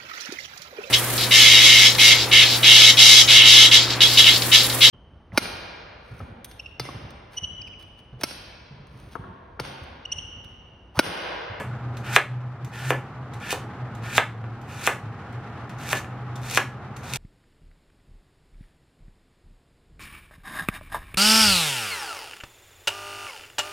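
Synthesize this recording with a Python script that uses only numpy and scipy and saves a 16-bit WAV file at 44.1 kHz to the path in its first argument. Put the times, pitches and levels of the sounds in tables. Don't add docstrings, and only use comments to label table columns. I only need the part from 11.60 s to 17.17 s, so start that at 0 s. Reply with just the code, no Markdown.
import sys
import numpy as np
from scipy import signal
from scipy.fft import rfft, irfft, next_fast_len
from scipy.io import wavfile
from scipy.ndimage import uniform_filter1d

SR = 44100
rng = np.random.default_rng(int(sys.argv[2]) if len(sys.argv) > 2 else 0)


def generate_wav(sig):
    pcm = np.round(np.clip(np.atleast_2d(sig).T, -1, 1) * 32767).astype(np.int16)
    wavfile.write(sys.argv[1], SR, pcm)


N = 245718
RUN_IN = 8820
LONG = N + RUN_IN
FFT_SIZE = next_fast_len(LONG + SR // 2)
TIME_S = (np.arange(LONG) - RUN_IN) / SR
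BIN_HZ = np.maximum(np.arange(FFT_SIZE // 2 + 1) * SR / FFT_SIZE, 1)

# entry and board arrival in seconds, crunch at each in dB, final rush's share of the
# climb, fizz boost in dB, buzz at entry in dB, buzz tilt in dB per octave, slide level in dB.
STROKES = [(0.427, 0.566, -63.5, -19.5, 0.53, 1, -50, -4, -64),
           (1.112, 1.31, -55, -31, 0.4, 3.5, -46.5, -2, -78),
           (1.796, 1.93, -62, -27.5, 0.35, 1.5, -49, 9.5, -60),
           (2.413, 2.577, -59.5, -24, .5, 1, -52.5, 5, -62), (3.066, 3.272, -55, -25, .55, 1, -54, 1, -47),
           (4.17, 4.331, -56.5, -27, .4, 1, -54.5, -5, -36),
           (4.81, 4.98, -50.5, -25.5, 0.2, -1, -59.5, -9, -52),
           (5.42, 5.6, -48.5, -33, 0.33, -2.5, -61.5, -13, -60)]
# frequency in Hz, relative density in dB.
CRUNCH_SPECTRUM = [(1470, -19.5), (2500, -4), (3230, -12.5), (3510, -5.5), (5290, -12.5), (6320, -9),
                   (7850, -11), (13100, -19), (14900, -18), (15900, -27.5)]
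# centre in Hz, width in Hz, gain in dB.
BUZZ_BANDS = [(1444.6, 124, 2.5), (1735, 160, 2), (2380, 350, -1), (910, 170, -7)]
# start in seconds, level in dB, hardness in dB per octave, crack level in dB,
# lag of 1 kHz behind 4 kHz in ms, low-mode gain in dB, ring time as a share of the free board's.
KNOCKS = [(-.034, -9, -2, -13, 0.885, 3, 2), (.562, 2.5, 3, -28, 2.2, 8.5, 0.93),
          (1.305, -3.5, -3, -17.5, 0.9, 0.5, 0.85), (1.926, -14, -6.5, -20, 1.5, 1.5, 0.47),
          (2.580, 5, 2, -17.5, 0.758, -0.5, 0.72), (2.841, -24.5, -3.5, -55, 0.52, -2, .6),
          (3.274, -1, -1, -11, 0.715, -7.5, 1), (4.33, -5.5, -0.5, -15.5, 0.57, 3.5, .7),
          (4.445, -30, 2, -64, 0.5813, -3, 0.5), (4.974, 1.5, 1, -11.5, 0.565, -6, 0.97)]
# frequency in Hz, relative density in dB.
CLACK_SPECTRUM = [(200, -29.5), (400, 3), (640, 1.5), (1150, 3), (1550, 1.5), (2150, 1), (2700, -1),
                  (3600, -8), (5000, -29.5), (9000, -33.5), (16000, -45)]
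# frequency in Hz, gain in dB, T60 in seconds.
BOARD_MODES = [(322, -5, 0.043), (430.4, -4, 0.033), (621.5, -6, 0.086), (774, -3.5, 0.021),
               (967, -0.5, 0.02), (1230, -3.5, 0.052), (1492, -5, 0.04), (1689, 0.5, 0.082),
               (2100, -5, 0.038), (2504, -4.5, 0.039), (2804, -5.5, 0.036), (3457, -7, .02)]
# start in seconds, scrape peak in dB, blade pitch in Hz, tap gain in dB.
TOUCHES = [(0.368, -36.5, 3900, 10), (1.0458, -35.5, 6070, 11), (1.735, -37, 3966, 13),
           (2.349, -42.5, 3400, 11), (3.013, -41.5, 3100, 7), (3.7244, -49, 3075, 4),
           (4.0933, -43.5, 3500, 21), (4.7554, -35, 3400, 0), (5.3632, -33.5, 6260, -10)]
# start in seconds, nominal peak in dB.
SNAPS = [(0.5302, -22), (1.1288, -49), (1.8013, -40), (1.9066, -13), (1.9164, -14), (2.4379, -43),
         (3.2126, -31), (3.2405, -31), (3.2668, -4), (4.186, -36), (4.2904, -20), (4.8165, -37),
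         (4.8991, -21.5), (4.911, -16), (4.9397, -19), (4.948, -10.5), (4.9569, -16), (5.434, -35),
         (5.5358, -12.5), (5.546, -17), (5.5585, -11)]
# frequency in Hz, left lead in radians.
PORT_LEAD = [(1500, 0), (4000, -.2), (8000, -.9), (12000, -1.7), (16000, -2.6)]
# frequency in Hz, left-right correlation.
NEAR_CORRELATION = [(300, 0.95), (2400, 1), (4400, 0.82), (8000, 0.23), (15000, 0.27)]
# frequency in Hz, T60 in seconds.
ROOM_DECAY = [(250, 0.25), (660, 0.24), (1740, 0.27), (4590, 0.28), (12100, 0.24)]
# frequency in Hz, relative gain in dB.
ROOM_SPECTRUM = [(300, 5.5), (800, 3), (1700, 2.5), (3200, -1.5), (6000, -1.5), (14000, -0.5)]
# frequency in Hz, left-right correlation.
ROOM_CORRELATION = [(60, 0.99), (130, 0.96), (290, 0.94), (640, 1), (1410, 0.98), (3100, 0.93),
                    (6820, 0.38), (15000, -0.51)]
# time in seconds, pitch in Hz, level before the throb in dB.
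HUM_CURVE = [(0.0, 120.2, -48), (0.06, 121, -37.5), (1.05, 125, -30.5), (1.13, 112.5, -49.5),
             (1.27, 131, -25), (1.49, 130, -37.5), (1.95, 120, -42), (2.0, 129, -35), (2.05, 126, -42),
             (2.09, 108.1, -54), (2.23, 125, -35.5), (2.37, 115, -34.5), (3.16, 113, -35),
             (3.37, 127, -45.5), (3.47, 109, -40), (3.85, 125, -42.5), (3.91, 113, -38), (4.24, 129, -43.5),
             (4.31, 122, -45), (5.04, 125.4, -36), (5.32, 117, -47.5), (5.37, 132, -43.5),
             (5.46, 124, -44.5), (5.57, 132, -43)]
# frequency in Hz, relative density in dB.
FAN_SPECTRUM = [(15, -71), (25, -31), (48, -25), (123, -5.5), (141, -9), (165, -18), (195, -15),
                (269, -20.5), (334, -21), (573, -25.5), (814, -21), (883, -24.5), (1290, -22.5),
                (2460, -35.5), (15900, -71)]
# frequency in Hz, left-right correlation.
FAN_CORRELATION = [(60, 1.0), (130, 1.0), (290, 0.96), (640, 0.97), (1410, 0.97), (3100, 0.42),
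                   (6820, -0.34), (15000, -0.72)]
# centre in Hz, width in Hz, level in dB.
WHINES = [(823, 5.9, -54), (242.6, 8.3, -54), (15402, 5, -92.5)]


def cutting(entry_s=0.025, rush_s=0.032, slide_peak_s=0.036, fizz_hz=8000, buzz_follow=0.3):
    envelope, fizz_db, tilt_db = np.zeros((3, LONG))
    buzz_db = np.full(LONG, -60.)
    for start_s, board_s, entry_db, board_db, rush, fizz, buzz_entry_db, tilt, slide_db in STROKES:
        on = (TIME_S >= start_s) & (TIME_S < board_s)
        t = TIME_S[on]
        climb = (1 - rush) * (t - start_s) / (board_s - start_s) + rush * np.exp((t - board_s) / rush_s)
        climb_db = (board_db - entry_db) * climb
        envelope[on] = amp(entry_db + climb_db) * np.minimum((t - start_s) / entry_s, 1)
        fizz_db[on], tilt_db[on] = fizz, tilt
        buzz_db[on] = buzz_entry_db - entry_db - (1 - buzz_follow) * climb_db
        slide = np.maximum(TIME_S - board_s, 0) / slide_peak_s
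        envelope += amp(slide_db) * slide ** 2 * np.exp(1 - slide ** 2)
    clicks, crunch = bursting_cells(spread_db=2.0)
    crunch = treble_shelf(crunch, fizz_hz, fizz_db)
    buzz = sum(amp(db + tilt_db * np.log2(hz / 1900)) * unit_rms(resonance(clicks, hz, width_hz))
               for hz, width_hz, db in BUZZ_BANDS)
    clumps = amp(0.94 * drift(rate_hz=62) + 1.64 * drift(rate_hz=250))
    return uniform_filter1d(envelope * clumps, 60) * (crunch + amp(buzz_db) * buzz)


def bursting_cells(spread_db):
    clicks = amp(spread_db * np.minimum(rng.exponential(1, LONG), 5)) * rng.standard_normal(LONG)
    return clicks, unit_rms(filtered(clicks, amp(at_hz(CRUNCH_SPECTRUM))))


def knocks(low_modes_hz=680, crack_s=0.0012, clack_delay_s=0.00049):
    out, t = np.zeros(LONG), np.arange(4096) / SR
    bin_hz = np.maximum(np.arange(2049) * SR / 4096, 1)
    clack_octaves = np.log2(np.clip(bin_hz, 300, 4000) / 1200)
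    free_hz, mode_db, t60_s = np.transpose(BOARD_MODES)[:, :, None]
    jitter = rng.standard_normal((len(KNOCKS), 2, 30))[:, :, :len(BOARD_MODES), None]
    for knock, (louder, detune) in zip(KNOCKS, jitter):
        start_s, db, hardness, crack_db, spread_ms, low_db, ring_share = knock
        dispersion = 2 * spread_ms / 1000 * np.sqrt(1000)
        lag_cycles = dispersion * (2 * np.sqrt(bin_hz) - np.minimum(bin_hz, 4000) / np.sqrt(4000))
        magnitude = amp(at_hz(CLACK_SPECTRUM, bin_hz) + hardness * clack_octaves)
        clack = irfft(magnitude * np.exp(-2j * np.pi * (lag_cycles + bin_hz * clack_delay_s)))
        add(out, start_s, amp(db) * clack[:2048] / np.abs(clack).max())
        hz = free_hz * (1 + .02 * detune)
        age_s = np.maximum(t - dispersion * (1 / np.sqrt(hz) - 1 / np.sqrt(4000)), 0)
        onset_db = mode_db + hardness * np.log2(hz / 1200) + 2 * louder
        onset_db += low_db * (hz < low_modes_hz)
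        modes = amp(onset_db - 60 * age_s / (ring_share * t60_s)) * np.sin(2 * np.pi * hz * age_s)
        add(out, start_s, amp(db - 17.5) * modes.sum(0))
        burst = rng.standard_normal(len(t)) * np.exp(-t / crack_s)
        add(out, start_s, amp(crack_db) * resonance(burst, hz=8400, width_hz=5900))
    return signal.sosfilt(signal.butter(2, 280, "high", fs=SR, output="sos"), out)


def touches(crunch, crest_db=10.5, attack_s=0.0016):
    scrape, rings = np.zeros((2, LONG))
    t = np.arange(2600) / SR
    shape = np.minimum(t / attack_s, 1) * (np.exp(-(t / 0.0079) ** 2) + 0.32 * np.exp(-t / 0.059))
    for start_s, peak_db, blade_hz, tap_db in TOUCHES:
        envelope = amp(peak_db - crest_db) * shape
        ting = resonance(envelope * rng.standard_normal(len(t)), blade_hz, width_hz=250)
        tap = resonance(envelope * rng.standard_normal(len(t)), hz=2000, width_hz=900)
        add(scrape, start_s, envelope)
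        add(rings, start_s, amp(11) * ting + amp(tap_db) * tap)
    return rings + scrape * crunch


def snaps(crunch, crest_db=7, decay_s=0.002):
    envelope, t = np.zeros(LONG), np.arange(2600) / SR
    for start_s, peak_db in SNAPS:
        add(envelope, start_s, amp(peak_db - crest_db) * np.exp(-t / decay_s))
    return envelope * crunch


def microphone_ports(x):
    scatter = rng.standard_normal(400) * np.exp(-np.arange(400) / 130)
    scattered = filtered(x, rfft(scatter / np.linalg.norm(scatter), FFT_SIZE))
    left, right = stereo(x, scattered, NEAR_CORRELATION)
    half_lead = np.exp(.5j * at_hz(PORT_LEAD))
    return np.array([filtered(left, half_lead), filtered(right, 1 / half_lead)])


def kitchen(x, delay_s=0.003, build_s=0.0013):
    t, edges_hz = np.arange(SR // 2) / SR, 150 * 2 ** np.arange(0, 7.1, .5)
    tails = 0
    for low_hz, high_hz in zip(edges_hz, edges_hz[1:]):
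        hz = np.sqrt(low_hz * high_hz)
        bandpass = signal.butter(2, [low_hz, high_hz], "band", fs=SR, output="sos")
        band = signal.sosfilt(bandpass, rng.standard_normal((2, len(t))))
        tails += band * amp(at_hz(ROOM_SPECTRUM, hz) - 60 * t / at_hz(ROOM_DECAY, hz))
    tails *= np.clip((t - delay_s) / build_s, 0, 1)
    mid, side = filtered(x, rfft(tails / np.linalg.norm(tails[0]), FFT_SIZE))
    return stereo(mid, side, ROOM_CORRELATION)


def hum(throb_depth=0.54, throb_hz=8.5, left_lead_rad=0.08):
    times_s, pitch_hz, db = np.transpose(HUM_CURVE)
    phase = 2 * np.pi * np.cumsum(np.interp(TIME_S, times_s, pitch_hz)) / SR
    envelope = amp(np.interp(TIME_S, times_s, db)) * (1 + throb_depth * drift(throb_hz))
    return np.sqrt(2) * envelope * np.sin(phase + left_lead_rad / 2 * np.array([[1], [-1]]))


def fan(gain_db=-36.5, treble_db=-2, flicker_db=1.7):
    air = stereo(*rng.standard_normal((2, LONG)), FAN_CORRELATION)
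    air = filtered(air, amp(at_hz(FAN_SPECTRUM)))
    shelf_db = treble_db + flicker_db * drift(rate_hz=24)
    return amp(gain_db) / np.std(air) * treble_shelf(air, 1600, shelf_db)


def whines():
    return sum(amp(db) * unit_rms(resonance(rng.standard_normal(LONG), hz, width_hz))
               for hz, width_hz, db in WHINES)


def amp(db):
    return 10 ** (np.asarray(db) / 20)


def unit_rms(x):
    return x / np.sqrt(np.mean(x ** 2) + 1e-20)


def at_hz(table, hz=BIN_HZ):
    points_hz, values = np.transpose(table)
    return np.interp(np.log(hz), np.log(points_hz), values)


def filtered(x, response):
    return irfft(rfft(x, FFT_SIZE) * response, FFT_SIZE)[..., :LONG]


def treble_shelf(x, corner_hz, gain_db):
    return x + (amp(gain_db) - 1) * filtered(x, 1 / (1 + (corner_hz / BIN_HZ) ** 4))


def drift(rate_hz, hop=40):
    pole = np.exp(-2 * np.pi * hop * rate_hz / SR)
    noise = rng.standard_normal(LONG // hop + 2002)
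    slow = signal.lfilter([1], [1, -2 * pole, pole ** 2], noise)[2000:]
    return np.interp(np.arange(LONG) / hop, np.arange(len(slow)), unit_rms(slow))


def resonance(x, hz, width_hz):
    r = np.exp(-np.pi * width_hz / SR)
    gain = (1 - r * r) / 2
    return signal.lfilter([gain, 0, -gain], [1, -2 * r * np.cos(2 * np.pi * hz / SR), r * r], x)


def add(out, start_s, piece):
    i = round(start_s * SR) + RUN_IN
    out[i:i + len(piece)] += piece[:LONG - i]


def stereo(mid, side, correlation_table):
    correlation = np.clip(at_hz(correlation_table), -1, 1)
    mid = filtered(mid, np.sqrt((1 + correlation) / 2))
    side = filtered(side, np.sqrt((1 - correlation) / 2))
    return np.array([mid + side, mid - side])


def scene(room_db=-6):
    cuts = cutting()
    _, coarse_crunch = bursting_cells(spread_db=4.5)
    knife = cuts + touches(coarse_crunch) + snaps(coarse_crunch) + knocks()
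    mix = microphone_ports(knife) + amp(room_db) * kitchen(knife) + hum() + fan() + whines()
    return mix[:, RUN_IN:]


def record(dry):
    threshold_db, duck_share, attack_s, recover_db_per_s = -17, 0.63, 0.023, 4
    ceiling, cutoff_hz = 1.2, 16050
    power = uniform_filter1d(np.mean(dry ** 2, axis=0), size=512, origin=255)
    duck_db = duck_share * np.maximum(10 * np.log10(power + 1e-12) - threshold_db, 0)
    creep_db = recover_db_per_s * np.arange(N) / SR
    held_db = np.maximum.accumulate(duck_db + creep_db) - creep_db
    pole = np.exp(-1 / (attack_s * SR))
    ducked = dry * amp(-signal.lfilter([1 - pole], [1, -pole], held_db))
    limited = ducked / (1 + np.abs(ducked / ceiling) ** 4) ** .25
    return signal.sosfilt(signal.cheby2(16, 45, cutoff_hz, fs=SR, output="sos"), limited)


dry = scene()
out = record(dry)
generate_wav(out)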